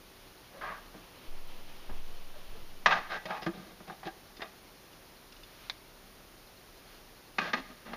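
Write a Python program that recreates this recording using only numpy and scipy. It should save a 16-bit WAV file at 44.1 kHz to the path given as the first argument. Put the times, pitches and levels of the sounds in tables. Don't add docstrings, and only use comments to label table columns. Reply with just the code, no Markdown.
import sys
import numpy as np
from scipy import signal
from scipy.fft import rfft, irfft
from scipy.io import wavfile

SR = 44100
rng = np.random.default_rng(int(sys.argv[2]) if len(sys.argv) > 2 else 0)


def store_pcm(level_fs):
    pcm = np.round(np.clip(level_fs, -1, 1) * 32767).astype(np.int16)
    wavfile.write(sys.argv[1], SR, np.atleast_2d(pcm).T)


N = 351036
SIZE = 32768
TIME = np.arange(N) / SR
AGE = np.arange(SIZE) / SR
FREQ = np.maximum(np.arange(SIZE // 2 + 1) * SR / SIZE, 1)


def undb(db):
    return 10 ** (np.asarray(db) / 20)


def unit(x):
    return x / np.sqrt(np.mean(x ** 2))


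def hit_level(x, db):
    return x * undb(db) / np.sqrt(np.mean(x[:SR // 50] ** 2))


def fade(t60):
    return np.exp(-np.log(1000) * AGE / t60)


def add(out, start, x):
    i = int(start * SR)
    out[i:i + len(x)] += x[:max(N - i, 0)]


def convolve(x, response):
    return signal.fftconvolve(x, response)[:len(x)]


def eq_curve(points):
    hz, db = np.transpose(points)
    return np.interp(np.log(FREQ), np.log(hz), db)


def eq_response(db):
    cepstrum = irfft(np.log(undb(db)))
    cepstrum[1:SIZE // 2] *= 2
    cepstrum[SIZE // 2 + 1:] = 0
    return irfft(np.exp(rfft(cepstrum)))


def scatter(t60):
    cloud = rng.standard_normal(SIZE) * fade(t60)
    return cloud / np.linalg.norm(cloud)


def noise(colour, db):
    white = rng.standard_normal(N + SIZE - 1)
    return undb(db) * unit(signal.fftconvolve(white, eq_response(eq_curve(colour)), "valid"))


def resonances(modes):
    return sum(undb(db) * 2 * np.log(1000) / (t60 * SR) * fade(t60) * np.cos(2 * np.pi * hz * AGE)
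               for hz, db, t60 in modes)


def background(tone_db=-55.5, hiss_db=-60.5):
    # frequency in Hz, gain in dB.
    air_colour = [(20, -14.5), (30, 13), (44, -9), (80, -3.5), (130, -2.5), (190, -7), (260, -3), (370, -5),
                  (520, -5.5), (1000, -8.5), (2000, -12), (4000, -14), (5500, -15), (7000, -18.5),
                  (9000, -48.5)]
    hiss_colour = [(1000, -31.5), (6000, -9.5), (7500, -1), (9000, 0.5), (11000, -0.5), (15000, -2)]
    # frequency in Hz, level in dB.
    partials = [(48.4, -70.5), (188.4, -73.5), (376.8, -70.5)]
    hum = sum(undb(db) * np.sqrt(2) * np.sin(2 * np.pi * (hz * TIME + rng.random()))
              for hz, db in partials)
    return noise(air_colour, tone_db) + noise(hiss_colour, hiss_db) + hum


def ticking(hz=4220, width_hz=170, db=-73, ticks_per_s=10, first_s=0.076, sharpness=3):
    pulses = np.exp(sharpness * (np.cos(2 * np.pi * ticks_per_s * (TIME - first_s)) - 1))
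    band = signal.iirpeak(hz, hz / width_hz, fs=SR)
    return undb(db) * unit(signal.lfilter(*band, pulses * rng.standard_normal(N)))


def stand_sways(hz=10.8, t60=2.36, shudder_t60=0.87, ramp_s=0.035):
    # start in seconds, sway in dB, shudder in dB.
    sways = [(1.273, -28.5, -65), (1.875, -25, -38.5), (2.472, -32, -43)]
    out = np.zeros(N)
    lowpass = signal.butter(3, 48, fs=SR, output="sos")
    window = np.minimum(np.minimum(AGE, AGE[-1] - AGE) / ramp_s, 1)
    for start, db, shudder_db in sways:
        rock = -undb(db) * np.sin(2 * np.pi * hz * AGE) * fade(t60)
        rumble = unit(signal.sosfilt(lowpass, rng.standard_normal(SIZE)))
        shudder = undb(shudder_db) * rumble * fade(shudder_t60)
        add(out, start, window * (rock + shudder))
    return out


def swell_db(start, end, db, rise_db_per_s, fall_db_per_s):
    return db - rise_db_per_s * np.maximum(start - TIME, 0) - fall_db_per_s * np.maximum(TIME - end, 0)


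def rustle(level_db, colour, flutter_db=2, folds_per_s=30):
    flutter = np.interp(TIME * folds_per_s, np.arange(SIZE), rng.standard_normal(SIZE))
    return noise(colour, level_db + flutter_db * flutter)


def clothes():
    # time of the peak in seconds, level in dB.
    swishes = [(4.9, -79), (5.64, -54.5), (6.95, -58.5)]
    # frequency in Hz, gain in dB.
    sleeve_colour = [(300, -29), (1200, -7), (2500, -7), (5000, -11.5), (6500, -19), (9000, -22)]
    shuffle_colour = [(50, 2), (130, 1), (300, -3), (600, 0), (1100, -2), (1600, -9.5), (3000, -1.5),
                      (8000, -25.5)]
    shuffle_db = swell_db(start=1.23, end=2.6, db=-57.5, rise_db_per_s=9.5, fall_db_per_s=18)
    swishes_db = [swell_db(at, at, db, rise_db_per_s=65, fall_db_per_s=140) for at, db in swishes]
    return rustle(np.max(swishes_db, axis=0), sleeve_colour) + rustle(shuffle_db, shuffle_colour)


def bracelet(link_t60=0.016, jostle_t60=0.068):
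    # frequency in Hz, gain in dB.
    modes = [(2900, -3), (3550, 0), (4230, -7), (4950, -1), (5450, -9)]
    # start in seconds, level in dB.
    tinkles = [(4.368, -55.5), (4.93, -61), (5.322, -56), (5.365, -60), (5.433, -53.5)]
    out = np.zeros(N)
    link = sum(undb(db) * np.sin(2 * np.pi * hz * AGE) for hz, db in modes) * fade(link_t60)
    for start, db in tinkles:
        add(out, start, hit_level(convolve(scatter(jostle_t60), link), db))
    return out


def click(at_s=5.6983, db=-35.5, tail_db=-11, tail_t60=0.065, room_db=-19, room_t60=0.24):
    # frequency in Hz, gain in dB.
    colour = [(200, -28), (450, -21), (750, 0.5), (1400, -2.5), (2200, 3.5), (2800, -9.5), (3700, 8.5),
              (5000, -2), (6500, -12), (10000, -25), (16000, -36)]
    # delay in seconds, gain.
    echoes = [(0, 0.53), (.0015, -0.058), (.0028, 0.22), (.0045, 0.14)]
    out = np.zeros(N)
    snap = undb(tail_db) * scatter(tail_t60) + undb(room_db) * scatter(room_t60)
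    for delay, gain in echoes:
        snap[int(delay * SR)] += gain
    add(out, at_s, hit_level(convolve(snap, eq_response(eq_curve(colour))), db))
    return out


def box_ring():
    # frequency in Hz, gain over the direct push in dB, t60 in seconds.
    modes = [(184, -4, .17), (235, -5, .15), (338, 2, .12), (599, -4, .2), (639, 0, .2), (770, -5, .06),
             (850, 1, .2), (928, -1, .25), (1105, 4, .26), (1169, 5, .26), (1225, 5, .035), (1330, -4, .22),
             (1570, 4, .26), (1630, 3, .04), (1689, -1, .22), (1811, 1, .22), (1958, 5, .16),
             (2490, -1, .15), (2602, 4, .12), (2767, 1, .08), (3158, -3, .25), (3340, -2, .06),
             (3660, 4, .07), (3720, 4, .14), (4220, -3, .04), (4930, -4, .05)]
    return signal.unit_impulse(SIZE) + resonances(modes)


def prop_rings(contacts):
    # (frequency in Hz, gain in dB, t60 in s).
    props = [(2.8, 4.6, [(726, -6.5, 0.015), (1210, -9, 0.02), (2560, -8, .02), (3800, -5, .02),
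             (5000, -2, .06)]), (7.3, 8, [(1244, -9, 0.044), (2710, 0, 0.039), (4280, 4, .04)])]
    return sum(convolve(contacts * (TIME > start) * (TIME < end), resonances(modes))
               for start, end, modes in props)


def contact(force, box, bass_db, treble_db, ring_hz, ring_db, bass_hz=480, treble_hz=2500):
    # frequency in Hz, gain in dB.
    wood_colour = [(60, -31), (120, -24.5), (170, -4), (280, -12.5), (450, -3.5), (700, 1), (1200, -2.5),
                   (1850, -1.5), (2150, -2), (2700, -11), (3100, -9.5), (5200, -18), (7000, -27),
                   (11000, -64)]
    bass = 1 / (1 + (FREQ / bass_hz) ** 4)
    treble = 1 / (1 + (treble_hz / FREQ) ** 6)
    ring = 1 / (1 + (np.log(FREQ / ring_hz) / .08) ** 2)
    colour = eq_response(eq_curve(wood_colour) + bass_db * bass + treble_db * treble + ring_db * ring)
    return convolve(convolve(force, colour), box)


def touch(t60, first_touch=0.14, seat_s=0.00063):
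    return first_touch * signal.unit_impulse(SIZE) + scatter(t60) * np.minimum(AGE / seat_s, 1)


def bumps(box, bass_db=21.5, treble_db=-8.5, ring_db=10):
    # start in seconds, level in dB, chatter t60 in seconds, ring in Hz.
    hits = [(0.942, -49.5, 0.28, 303), (1.894, -46, 0.14, 900), (2.547, -52.5, 0.21, 455),
            (2.866, -42.5, 0.18, 172), (3.4652, -31, 0.055, 326), (3.4892, -40, 0.07, 340),
            (3.804, -50.5, 0.051, 327), (4.065, -41, 0.077, 338), (4.395, -50, 0.033, 300),
            (7.39, -45, .3, 244), (7.5401, -39, 0.054, 245)]
    out = np.zeros(N)
    for start, db, t60, ring_hz in hits:
        thud = contact(touch(t60), box, bass_db, treble_db, ring_hz, ring_db)
        add(out, start, hit_level(thud, db))
    return out


def stroke(attack, length, sag_db_per_s=34, release_t60=0.13):
    release = np.exp(-np.log(1000) * np.maximum(AGE - length, 0) / release_t60)
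    return np.minimum(AGE / attack, 1) * undb(-sag_db_per_s * AGE) * release


def slides(box, slips_per_s=1800, spread_db=3.0, grit=0.27):
    # start, attack and length in seconds, level in dB, grip in dB,
    # ring in Hz, ring boost in dB.
    strokes = [(0.52, .02, 0.08, -51, -5, 545, 18), (0.609, 0.0055, 0.12, -38, -6.5, 1100, 7),
               (0.734, 0.0081, 0.044, -48, -16, 1490, 10), (2.332, .012, 0.022, -50, -17, 586, 23),
               (2.875, 0.0089, 0.11, -33, 1.5, 1200, 3.5), (2.902, 0.015, 0.026, -23, -1.5, 1560, 4),
               (3.087, 0.034, .078, -35, 4.5, 1550, 8), (3.272, .035, .11, -38, 0, 850, 11),
               (3.414, 0.016, 0.013, -39.5, 8.5, 5200, 11), (3.523, 0.024, 0.196, -48.5, 9.5, 422, -3),
               (3.868, 0.015, 0.063, -47, 8.5, 810, 11), (4.046, 0.0096, 0.026, -43, 10, 790, -1),
               (4.422, 0.0066, 0.034, -47.5, -1, 670, 8), (7.402, 0.014, 0.093, -36.5, 6.5, 1580, 8),
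               (7.553, 0.018, 0.034, -39.5, 8, 272, 16.5), (7.682, .02, 0.029, -49, 7, 253, 12),
               (7.848, 0.017, 0.13, -45, 0.5, 232, 15.5)]
    out = np.zeros(N)
    for start, attack, length, db, grip_db, ring_hz, ring_db in strokes:
        slips = rng.random(SIZE) < slips_per_s / SR
        strength = undb(spread_db * np.clip(rng.standard_normal(SIZE), -2, 2))
        friction = slips * strength * rng.choice([-1, 1], SIZE) + grit * rng.standard_normal(SIZE)
        pressure = undb(db) * stroke(attack, length)
        weight_db = 4 + 0.94 * (-38 - db)
        scrape = contact(friction * pressure, box, weight_db + grip_db, grip_db, ring_hz, ring_db)
        add(out, start, scrape * np.linalg.norm(pressure) / np.linalg.norm(scrape))
    return out


def knocks(box, rock_s=.0042, rock_db=-6, chatter_t60=0.062):
    # start in seconds, level, bass and treble in dB,
    # ring of the first and of the second edge in Hz, ring boost in dB.
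    hits = [(2.8597, -20, -13, 1, 1890, 1150, 0), (3.255, -40.5, 13, 7.5, 613, 257, 13),
            (3.305, -37.5, 3.5, -7, 1090, 860, -3), (3.4629, -39.5, 19, 7, 1430, 250, 10),
            (3.898, -46, 0, -18, 864, 860, 6), (4.031, -48.5, 0, 0, 774, 1100, 9),
            (4.07, -42, 13, 7, 797, 1630, 20), (4.404, -49, 12, 5, 1880, 2400, 11),
            (4.418, -41, 11, 7, 2020, 720, 2), (7.384, -28.5, 7, 4.5, 2530, 1220, 15.5),
            (7.533, -28.5, -3, 3, 1790, 2410, 6.5), (7.933, -41.5, 7, 1, 2320, 1204, 3)]
    out = np.zeros(N)
    for start, db, bass_db, treble_db, first_hz, second_hz, ring_db in hits:
        first = contact(touch(chatter_t60), box, bass_db, treble_db, first_hz, ring_db)
        second = contact(touch(chatter_t60), box, bass_db, treble_db, second_hz, ring_db)
        add(out, start, hit_level(first, db))
        add(out, start + rock_s, hit_level(second, db + rock_db))
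    return out


def scene(room_db=-15.0, room_t60=0.89):
    box = box_ring()
    contacts = knocks(box) + bumps(box) + slides(box)
    props = contacts + prop_rings(contacts)
    room = undb(room_db) * convolve(props, scatter(room_t60))
    mix = props + room + clothes() + bracelet() + click() + stand_sways() + ticking() + background()
    return mix[None]


def record(dry, top_hz=15300):
    # centre in Hz, width in Hz.
    notches = [(7870, 2730), (11860, 370)]
    for hz, width_hz in notches:
        dry = signal.lfilter(*signal.iirnotch(hz, hz / width_hz, fs=SR), dry)
    return signal.sosfilt(signal.ellip(10, .2, 70, top_hz, fs=SR, output="sos"), dry)


dry = scene()
out = record(dry)
store_pcm(out)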